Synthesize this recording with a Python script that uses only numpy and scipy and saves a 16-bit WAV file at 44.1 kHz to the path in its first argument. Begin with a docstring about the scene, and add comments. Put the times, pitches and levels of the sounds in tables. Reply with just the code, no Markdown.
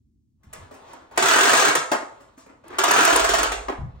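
"""A small bare room: the cord is drawn out of a clothes iron's spring reel in two long pulls.
A pawl snaps over the ratchet inside the hollow plastic housing, speeding up and slowing down,
and locks with a clack after each pull. The cord rasps and ticks through its slot.
Hands rustle, tap and knock on the iron. The taut cord thrums against the table in the second pull,
the table takes a few soft bumps, and a low room hum lies under it all."""
import sys
import numpy as np
from scipy import signal
from scipy.fft import rfft, irfft
from scipy.io import wavfile

SR = 44100
rng = np.random.default_rng(int(sys.argv[2]) if len(sys.argv) > 2 else 0)


def bounce(signal):
    """Save signal as a 16-bit WAV file at the path given by the first command-line argument."""
    frames = np.transpose(np.atleast_2d(signal))
    limited = np.clip(frames, -1, 1)
    pcm = np.round(limited * 32767).astype(np.int16)
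    wavfile.write(sys.argv[1], SR, pcm)


N = 176400
TIME = np.arange(N) / SR

# the pawl drops off a tooth: t/s, level/dB, treble/dB
PAWL_DROPS = [(1.1754,-16,-2.5),(1.2247,-17.5,0.5),(1.257,-20,2.5),(1.284,-16,0.5),(1.310,-16,-4),(1.336,-14.5,-5.5),(1.360,-19,0),(1.384,-16.5,-2.5),
              (1.409,-16.5,-3),(1.432,-21,5),(1.454,-17,-1),(1.474,-16,-6),(1.493,-18,1.5),(1.514,-17,-8.5),(1.533,-16.5,1),(1.552,-17,-4.5),
              (1.572,-17.5,0.5),(1.596,-19,2.5),(1.621,-16,-5),(1.649,-14.5,-3),(1.682,-17,-1.5),(1.752,-18,-0.5),
              (2.785,-17.5,-2),(2.836,-16.5,-1),(2.880,-16.5,-4.5),(2.909,-16.5,-3.5),(2.936,-16.5,-4),(2.961,-17,-3.5),(2.983,-15,-6),(3.006,-15.5,-4),
              (3.028,-20,0),(3.051,-17.5,-1.5),(3.075,-15.5,-5.5),(3.100,-19,-1.5),(3.127,-19.5,2),(3.158,-18,-0.5),(3.196,-18.5,-1.5),(3.243,-19.5,0.5),
              (3.290,-18,0.5),(3.3366,-16.5,-1),(3.385,-17.5,-4.5),(3.431,-19,-2.5),(3.518,-24,-2)]
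# tone of the pawl (every EQ shapes tone only, at unit power): f/Hz, level/dB
PAWL_EQ = [(60,-38),(140,-18),(200,-19),(290,-2),(400,-3),(540,-4),(800,-2.5),(1350,-2),(1700,-2.5),(2050,-8.5),(2600,-8.5),(3600,-11.5),(5300,-14),(6800,-13),(8200,-10.5),(10500,-20.5),(13000,-20),(16000,-22.5)]
# steady resonances of the housing and its surroundings: f/Hz, width/Hz, left/dB, right/dB
HOUSING_PEAKS = [(318,43,-2,-3.5),(419,36,-5,8),(682,67,2,9.5),(846,30,5.5,2.5),(824,17,-6.5,1.5),(1240.5,100,-1,4.5),(1396,21,1,4.5),(1600,23,5,2),(6480,900,6.5,3.5)]
# long-ringing housing modes: f/Hz, left/dB, right/dB, t60/s
RING_MODES = [(393.7,-26.5,-15,0.26),(689,-29.5,-14,0.16),(860,-25,-19.5,0.19),(1340,-30,-27,0.18)]
# moving resonances of the housing's shell, cavity and deep hollow: t/s, f/Hz, boost/dB
SHELL_SWEEP = [(1.18,1280,-4),(1.29,1410,8.5),(1.36,1420,7.5),(1.431,1570,8.5),(1.52,1380,-3),(1.579,1170,-0.5),(1.65,1160,2),(1.78,1300,-1),
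               (2.79,1180,5),(2.91,1170,4),(3.0,1390,6),(3.04,1280,0.5),(3.08,1050,6),(3.16,960,4.5),(3.25,1080,3.5),(3.5,990,-0.5)]
CAVITY_SWEEP = [(1.18,700,3),(1.35,700,-5),(1.53,630,-1),(1.7,720,-0.5),(2.8,720,7.5),(2.96,680,-6),(3.1,680,1),(3.25,650,10),(3.34,700,-1),(3.52,765,-1)]
HOLLOW_SWEEP = [(1.18,364,5.5),(1.43,385,1),(1.51,410,7),(1.59,404,3),(1.66,405,8.5),(1.8,398,-0.5),(2.8,370,6),(3.0,382,-1),(3.101,400,5),(3.4,430,3)]

# the pawl catches and the reel rocks against it: t/s, level/dB, treble/dB, thud/dB
LOCK_HITS = [(1.9164,-20.5,9,-25),(1.928,-21.5,5,-22),(1.950,-25.5,-1,-30),(2.022,-38,-11,-45),(3.684,-22,-9,-22.5),(3.697,-26.5,-8,-28),(3.722,-33.5,-8,-34)]
# boxy tone of the clack: f/Hz, level/dB
LOCK_EQ = [(60,-33),(170,-20),(250,0.5),(400,-0.5),(850,2),(1300,-2),(1700,-8.5),(2400,-13),(3200,-20),(5000,-23.5),(8500,-22.5),(12000,-32),(16000,-33)]
# low modes of the jolted body: f/Hz, level/dB, t60/s
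BODY_MODES = [(289,-11.5,.11),(400.5,-3.5,.13),(584,-1,0.049),(774,-5.5,0.057),(1012,-10,.04)]

# envelope of the cord running through its slot: t/s, level/dB
RASP_ENVELOPE = [(1.17,-58),(1.2,-34),(1.3,-30),(1.55,-27.5),(1.68,-32),(1.73,-43),(1.85,-70),(2.75,-84.5),(2.82,-40),(2.98,-30),(3.15,-35.5),(3.4,-38),(3.6,-58)]
# the cord flicks the rim of the slot: t/s, level/dB
FLICK_HITS = [(0.5334,-39),(0.934,-48),(1.178,-23.5),(1.753,-21),(2.681,-48),(2.787,-23),(2.839,-22),(2.912,-18),(3.051,-15.5),(3.161,-16),(3.431,-23)]
# the cord scrapes taut before a pull: t/s, length/s, level/dB
SCRAPE_STROKES = [(1.15,0.036,-36),(2.635,0.3,-49.5),(2.715,0.04,-39.5)]
# gritty rasp, thin flick and midrange scrape: f/Hz, level/dB
RASP_EQ = [(200,-23),(600,-8),(1200,-3),(2400,2),(3400,3.5),(5000,-4),(7000,-2.5),(8800,0),(10500,-24.5),(13000,-17),(14500,-4),(16000,-15.5)]
FLICK_EQ = [(200,-33.5),(2000,-20.5),(5000,-7),(7000,2.5),(10500,8.5),(13500,0),(16000,-20.5)]
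SCRAPE_EQ = [(200,-21),(600,-3),(1150,6),(1700,2.5),(2800,-14),(5000,-27),(16000,-34.5)]
# modes of the taut cord: f/Hz, level/dB
CORD_MODES = [(53.5,-38),(42.3,-40.5),(100,-63)]

# fingers and plug tap the housing: t/s, level/dB, treble/dB
TAP_HITS = [(.4333,-64,8.5),(.528,-50.5,13),(.534,-46,5),(.711,-44,-4),(.741,-49,2.5),(.934,-45.5,-7.5),(1.015,-52.5,-17),(1.112,-46,-7),(1.160,-48.5,2),
            (2.205,-52,1.5),(2.378,-53,6.5),(2.463,-50.5,-6.5),(2.494,-49,-19),(2.639,-48,-26.5),(2.7035,-40,-25),(2.7284,-41.5,-21)]
# hollow knocks on the iron's body: t/s, f/Hz, level/dB
KNOCK_HITS = [(0.441,205,-52),(0.473,134,-48),(.495,222,-53),(0.56,210,-52.5),(.66,261,-53),(0.934,947,-38),(1.211,232,-32.5),(1.235,147.6,-38),(1.778,146,-36.5),(1.921,217,-33),(2.065,378,-44),(2.124,331,-50),(2.376,266,-41.5),(2.664,340,-43),(2.70,367,-41)]
# envelope of sliding hand and cord: t/s, level/dB
RUSTLE_ENVELOPE = [(.36,-105),(.41,-71),(.45,-65.5),(.62,-46),(.69,-60),(.77,-53.5),(.90,-44),(1.0,-51),(1.08,-62),(1.17,-37),(1.9,-51),(2.15,-54),(2.35,-61.5),(2.52,-68.5),(2.61,-68),(2.66,-49),(2.76,-40),(3.6,-42),(3.82,-63),(4.0,-57.5)]
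# cord sleeve and fingers brush the housing: t/s, length/s, level/dB
BRUSH_STROKES = [(0.553,0.058,-75),(.72,0.042,-62.5),(0.825,0.16,-60),(2.364,0.071,-56.5)]
# round tap, dull rustle and airy brush: f/Hz, level/dB
TAP_EQ = [(60,-16.5),(180,-5.5),(280,4),(500,3),(1100,-0.5),(2000,-8),(4000,-23),(8000,-13.5),(11000,-19.5),(16000,-23)]
RUSTLE_EQ = [(60,-7),(170,-10),(300,0.5),(600,2),(1200,0.5),(2000,-11),(4000,-16),(8000,-29.5),(16000,-31.5)]
BRUSH_EQ = [(200,-20),(1200,-5.5),(2300,0),(3800,-0.5),(5500,6),(7500,6),(11000,-11.5),(16000,-17.5)]

# soft bumps through the table: t/s, level/dB
BUMP_HITS = [(0.469,-42),(0.556,-43),(.585,-38),(.625,-40.5),(3.785,-25),(3.797,-23),(3.832,-27.5),(3.859,-31.5),(3.895,-40),(3.94,-34)]
# bass-heavy table rumble and room hum: f/Hz, level/dB
RUMBLE_EQ = [(20,-32),(45,-7.5),(70,3.5),(95,0),(125,-1),(190,-12.5),(300,-22.5),(700,-56),(3000,-84)]
HUM_EQ = [(20,-27),(38,-10.5),(55,-1),(120,-6),(170,-14.5),(230,-7),(350,-21.5),(550,-47),(1500,-57.5),(6000,-49),(16000,-51)]
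# decay of the room: f/Hz, t60/s
REVERB_DECAY = [(150,0.18),(500,0.61),(1300,0.4827),(3500,0.3),(9000,0.4634),(15000,0.05)]
# reverb balance, before each source's own room_db send: f/Hz, level/dB
REVERB_LEVEL = [(150,2.4),(500,2.75),(1300,6.47),(3500,6.426),(9000,2.2),(15000,0.39)]
# stereo image: f/Hz, left-right correlation
STEREO_CORRELATION = [(60,0.83),(140,.85),(300,0.47),(600,0),(3000,0),(5000,0.64),(7500,0.55),(10000,1),(12500,1),(15000,0.91)]


def ratchet():
    """Pawl and cord sound through the housing, whose resonances shift as the reel empties and the iron turns."""
    clicks = impacts(PAWL_DROPS, PAWL_EQ, HOUSING_PEAKS, room_db=-1.0, path_count=7)
    sound = clicks + housing_ring() + cord_rasp()
    sound = swept_peak(sound, SHELL_SWEEP, width_hz=100)
    sound = swept_peak(sound, CAVITY_SWEEP, width_hz=44)
    return swept_peak(sound, HOLLOW_SWEEP, width_hz=45)


def housing_ring():
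    """Every pawl drop rings each housing mode with a strength of its own."""
    starts, db, _ = np.transpose(PAWL_DROPS)
    out = np.zeros((2, N))
    for hz, left_db, right_db, t60 in RING_MODES:
        kicks = np.full(N, 1e-18)
        strength = from_db(db) * rng.uniform(.5, 1, len(starts))
        kicks[(starts * SR).astype(int)] = strength * rng.choice([-1, 1], len(starts))
        decay, angle = from_db(-60 / (t60 * SR)), 2 * np.pi * hz / SR
        ring = signal.lfilter([0, np.sin(angle)], [1, -2 * decay * np.cos(angle), decay * decay], kicks)
        out += from_db([[left_db], [right_db]]) * ring
    return out


def reel_lock(attack_s=0.0011):
    """The pawl catches with a clack, and the weight of the stopping reel thuds through the body."""
    clacks = impacts(LOCK_HITS, LOCK_EQ, room_db=-6.5, path_count=3)
    thuds, t = np.zeros(N + SR), TIME[:SR // 4]
    ring = sum(from_db(db - 60 * t / t60) * np.sin(2 * np.pi * hz * t) for hz, db, t60 in BODY_MODES)
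    ring *= np.minimum(t / attack_s, 1)
    for start, _, _, db in LOCK_HITS:
        i = int(start * SR)
        thuds[i:i + len(t)] += from_db(db) * ring
    return clacks + thuds[:N]


def cord_rasp():
    """The running cord rasps over the rim of its slot, filling the gaps between pawl drops."""
    level = from_db(np.interp(TIME, *np.transpose(RASP_ENVELOPE), left=-120, right=-120))
    return eq(reverberate(slips(per_s=1500) * level, room_db=-7.5), RASP_EQ)


def cord_flicks(t60=0.026):
    """The cord flicks the rim of its slot: thin, dry ticks."""
    out, t = np.zeros(N), np.arange(2048) / SR
    for start, db in FLICK_HITS:
        i = int(start * SR)
        tick = unit_energy(rng.standard_normal(len(t)) * from_db(-60 * t / t60))
        out[i:i + len(t)] += from_db(db) * np.sqrt(SR / 100) * tick   # energy of 10 ms of noise
    return eq(out[None], FLICK_EQ)


def cord_thrum(start_s=3.06, rise_s=0.15, end_s=3.855, fall_s=0.29):
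    """The stretched cord swings in close low modes that beat."""
    age = TIME - start_s
    swell = np.clip(age / rise_s, 0, 1) * np.clip((end_s - TIME) / fall_s, 0, 1)
    return swell * sum(from_db(db) * np.sin(2 * np.pi * hz * age) for hz, db in CORD_MODES)


def rubs(strokes, curve):
    """Cord or fingers rub the plastic in short strokes that swell and fade."""
    level = sum(from_db(db) * np.sin(np.pi * np.clip((TIME - start) / length, 0, 1))
                for start, length, db in strokes)
    return eq(reverberate(level * rng.standard_normal(N)), curve)


def finger_taps():
    """Fingers and plug strike the housing lightly, with plenty of room on them."""
    return impacts(TAP_HITS, TAP_EQ, room_db=1.5, path_count=2)


def hand_rustle(grain_db=-3.5):
    """Skin and cord slide over plastic: tiny slips on a soft hiss."""
    friction = from_db(grain_db) * slips(per_s=500) + rng.standard_normal(N) / 2
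    level = from_db(np.interp(TIME, *np.transpose(RUSTLE_ENVELOPE)))
    return eq(reverberate(friction * level), RUSTLE_EQ)


def body_knocks(attack_s=0.0026, t60=0.13, size=8192):
    """Each soft contact rings one mode of the body; the grip decides which."""
    out, t = np.zeros(N + size), np.arange(size) / SR
    for start, hz, db in KNOCK_HITS:
        i = int(start * SR)
        envelope = from_db(db - 60 * t / t60) * np.minimum(t / attack_s, 1)
        out[i:i + size] += envelope * np.sin(2 * np.pi * hz * t)
    return out[:N]


def table_bumps(ring_hz=86, ring_t60=0.025, rumble_t60=0.32, rumble_db=-5.5):
    """Each padded bump rocks the table top and leaves a short rumble."""
    thumps, rumble_power = np.zeros(N), np.zeros(N)
    for start, db in BUMP_HITS:
        age = np.maximum(TIME - start, 0)
        thumps += from_db(db - 60 * np.minimum(age / ring_t60, 2)) * np.sin(2 * np.pi * ring_hz * age)
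        rumble_power += (age > 0) * from_db(db - 60 * np.minimum(age / rumble_t60, 2)) ** 2
    rumble = from_db(rumble_db) * np.sqrt(rumble_power) * diffuse_noise(N)
    return thumps + eq(rumble, RUMBLE_EQ)


def room_hum(level_db=-63.5):
    """A faint, steady bed of low noise."""
    return from_db(level_db) * eq(diffuse_noise(N), HUM_EQ)


def impacts(hits, curve, peaks=(), *, room_db, path_count):
    """Snaps on the moving iron reach the listener by changing paths, used round-robin."""
    paths = [impulse_response(room_db) for _ in range(path_count)]
    out = np.zeros((2, N + SR))
    for k, (start, db, treble_db, *_) in enumerate(hits):
        hit = signal.fftconvolve(snap(treble_db)[None], paths[k % path_count], axes=1)
        i = int(start * SR)
        out[:, i:i + hit.shape[1]] += from_db(db) * hit
    return eq(out[:, :N], curve, peaks)


def snap(treble_db, rebound_s=0.0045, rebound_db=-0.5,
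         chatter_per_s=2500, chatter_s=0.0065, chatter_db=3, size=2048):
    """One hard contact, a single bounce and the dying buzz of loose parts."""
    t = np.arange(size) / SR
    chatter = (rng.random(size) < chatter_per_s / SR) * rng.standard_normal(size)
    force = from_db(chatter_db) * unit_energy(chatter * np.exp(-t / chatter_s))
    force[0] += 1
    bounce_at = int(rebound_s * rng.uniform(.6, 1.4) * SR)
    force[bounce_at] += from_db(rebound_db) * rng.choice([-1, 1])
    gain = np.sqrt(SR / 100 / np.sum(force ** 2))   # energy of 10 ms of noise, before the treble shelf
    dull = signal.lfilter(*signal.butter(1, 2500, fs=SR), force)
    return gain * (dull + from_db(treble_db) * (force - dull))


def slips(per_s):
    """Friction grain: random tiny slips at unit power."""
    return (rng.random(N) < per_s / SR) * rng.standard_normal(N) * np.sqrt(SR / per_s)


def impulse_response(room_db, build_s=0.0048, bands=14, size=32768):
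    """Path of one click: the plastic cracks, the housing rings briefly, the room dies band by band."""
    t, hz = np.arange(size) / SR, np.arange(size // 2 + 1) * SR / size
    crack = from_db(-1.5) * unit_energy(diffuse_noise(size) * from_db(-60 * t / 0.016))
    housing = from_db(-2) * unit_energy(diffuse_noise(size) * from_db(-60 * t / 0.063))
    out = crack + housing
    spectrum, edges = rfft(diffuse_noise(size)), np.geomspace(40, SR / 2, bands + 1)
    for low, high in zip(edges, edges[1:]):
        centre = np.sqrt(low * high)
        band = irfft(spectrum * (hz >= low) * (hz < high))
        tail = unit_energy((1 - np.exp(-t / build_s)) * from_db(-60 * t / at_hz(REVERB_DECAY, centre)))
        out += from_db(room_db + at_hz(REVERB_LEVEL, centre)) * tail * band
    return out


def reverberate(mono, room_db=0):
    """Play a sound through housing and room at unit power, into stereo."""
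    return signal.fftconvolve(mono[None], unit_energy(impulse_response(room_db)), axes=1)[:, :N]


def diffuse_noise(size):
    """Stereo white noise, wide in the mids, narrow in the bass and high treble."""
    mid, side = rfft(rng.standard_normal((2, size)))
    alike = at_hz(STEREO_CORRELATION, np.arange(len(mid)) * SR / size)
    return irfft(np.sqrt((1 + alike) / 2) * mid + np.sqrt((1 - alike) / 2) * side * [[1], [-1]], size)


def swept_peak(x, sweep, width_hz):
    """A resonance whose pitch and boost ride an automation curve."""
    times, hz, db = np.transpose(sweep)
    carrier = np.exp(2j * np.pi * np.cumsum(np.interp(TIME, times, hz)) / SR)
    pole = np.exp(-np.pi * width_hz / SR)
    band = 2 * np.real(carrier * signal.lfilter([1 - pole], [1, -pole], x / carrier))
    return x + (from_db(np.interp(TIME, times, db)) - 1) * band


def eq(x, curve, peaks=(), size=8192):
    """Unit-power stereo EQ from a tone curve and resonant peaks."""
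    hz = np.arange(size // 2 + 1) * SR / size
    db = np.tile(at_hz(curve, hz), (2, 1))
    for centre, width, left, right in peaks:
        db = db + np.array([[left], [right]]) / (1 + (2 * (hz - centre) / width) ** 2)
    cepstrum = irfft(np.log(from_db(db)))
    fold = np.r_[1, np.full(size // 2 - 1, 2), np.zeros(size // 2)]   # minimum phase: no pre-ring
    kernel = unit_energy(irfft(np.exp(rfft(cepstrum * fold))))
    return signal.fftconvolve(x, kernel, axes=1)[:, :N]


def from_db(db):
    """Decibels to gain."""
    return np.exp(np.asarray(db) * (np.log(10) / 20))


def at_hz(curve, hz):
    """Read a curve on a log-frequency axis."""
    freqs, values = np.transpose(curve)
    return np.interp(np.log(np.maximum(hz, 1)), np.log(freqs), values)


def unit_energy(x):
    """Scale to an average energy of one per channel."""
    return x / np.sqrt(np.mean(np.sum(x ** 2, axis=-1)) + 1e-20)


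def scene():
    """The reel up front, handling and table behind it, room hum underneath."""
    reel = ratchet() + reel_lock() + cord_flicks() + cord_thrum()
    handling = finger_taps() + hand_rustle() + body_knocks()
    brushes = rubs(BRUSH_STROKES, BRUSH_EQ)
    scrapes = rubs(SCRAPE_STROKES, SCRAPE_EQ)
    return reel + handling + brushes + scrapes + table_bumps() + room_hum()


def record(dry, lag_samples=2, cutoff_hz=16200):
    """The right channel arrives a touch late; a steep low-pass trims the top."""
    late_right = np.r_[np.zeros(lag_samples), dry[1, :-lag_samples]]
    lowpass = signal.ellip(10, .2, 80, cutoff_hz, fs=SR, output="sos")
    return signal.sosfilt(lowpass, np.array([dry[0], late_right]))


dry = scene()
out = record(dry)
bounce(out)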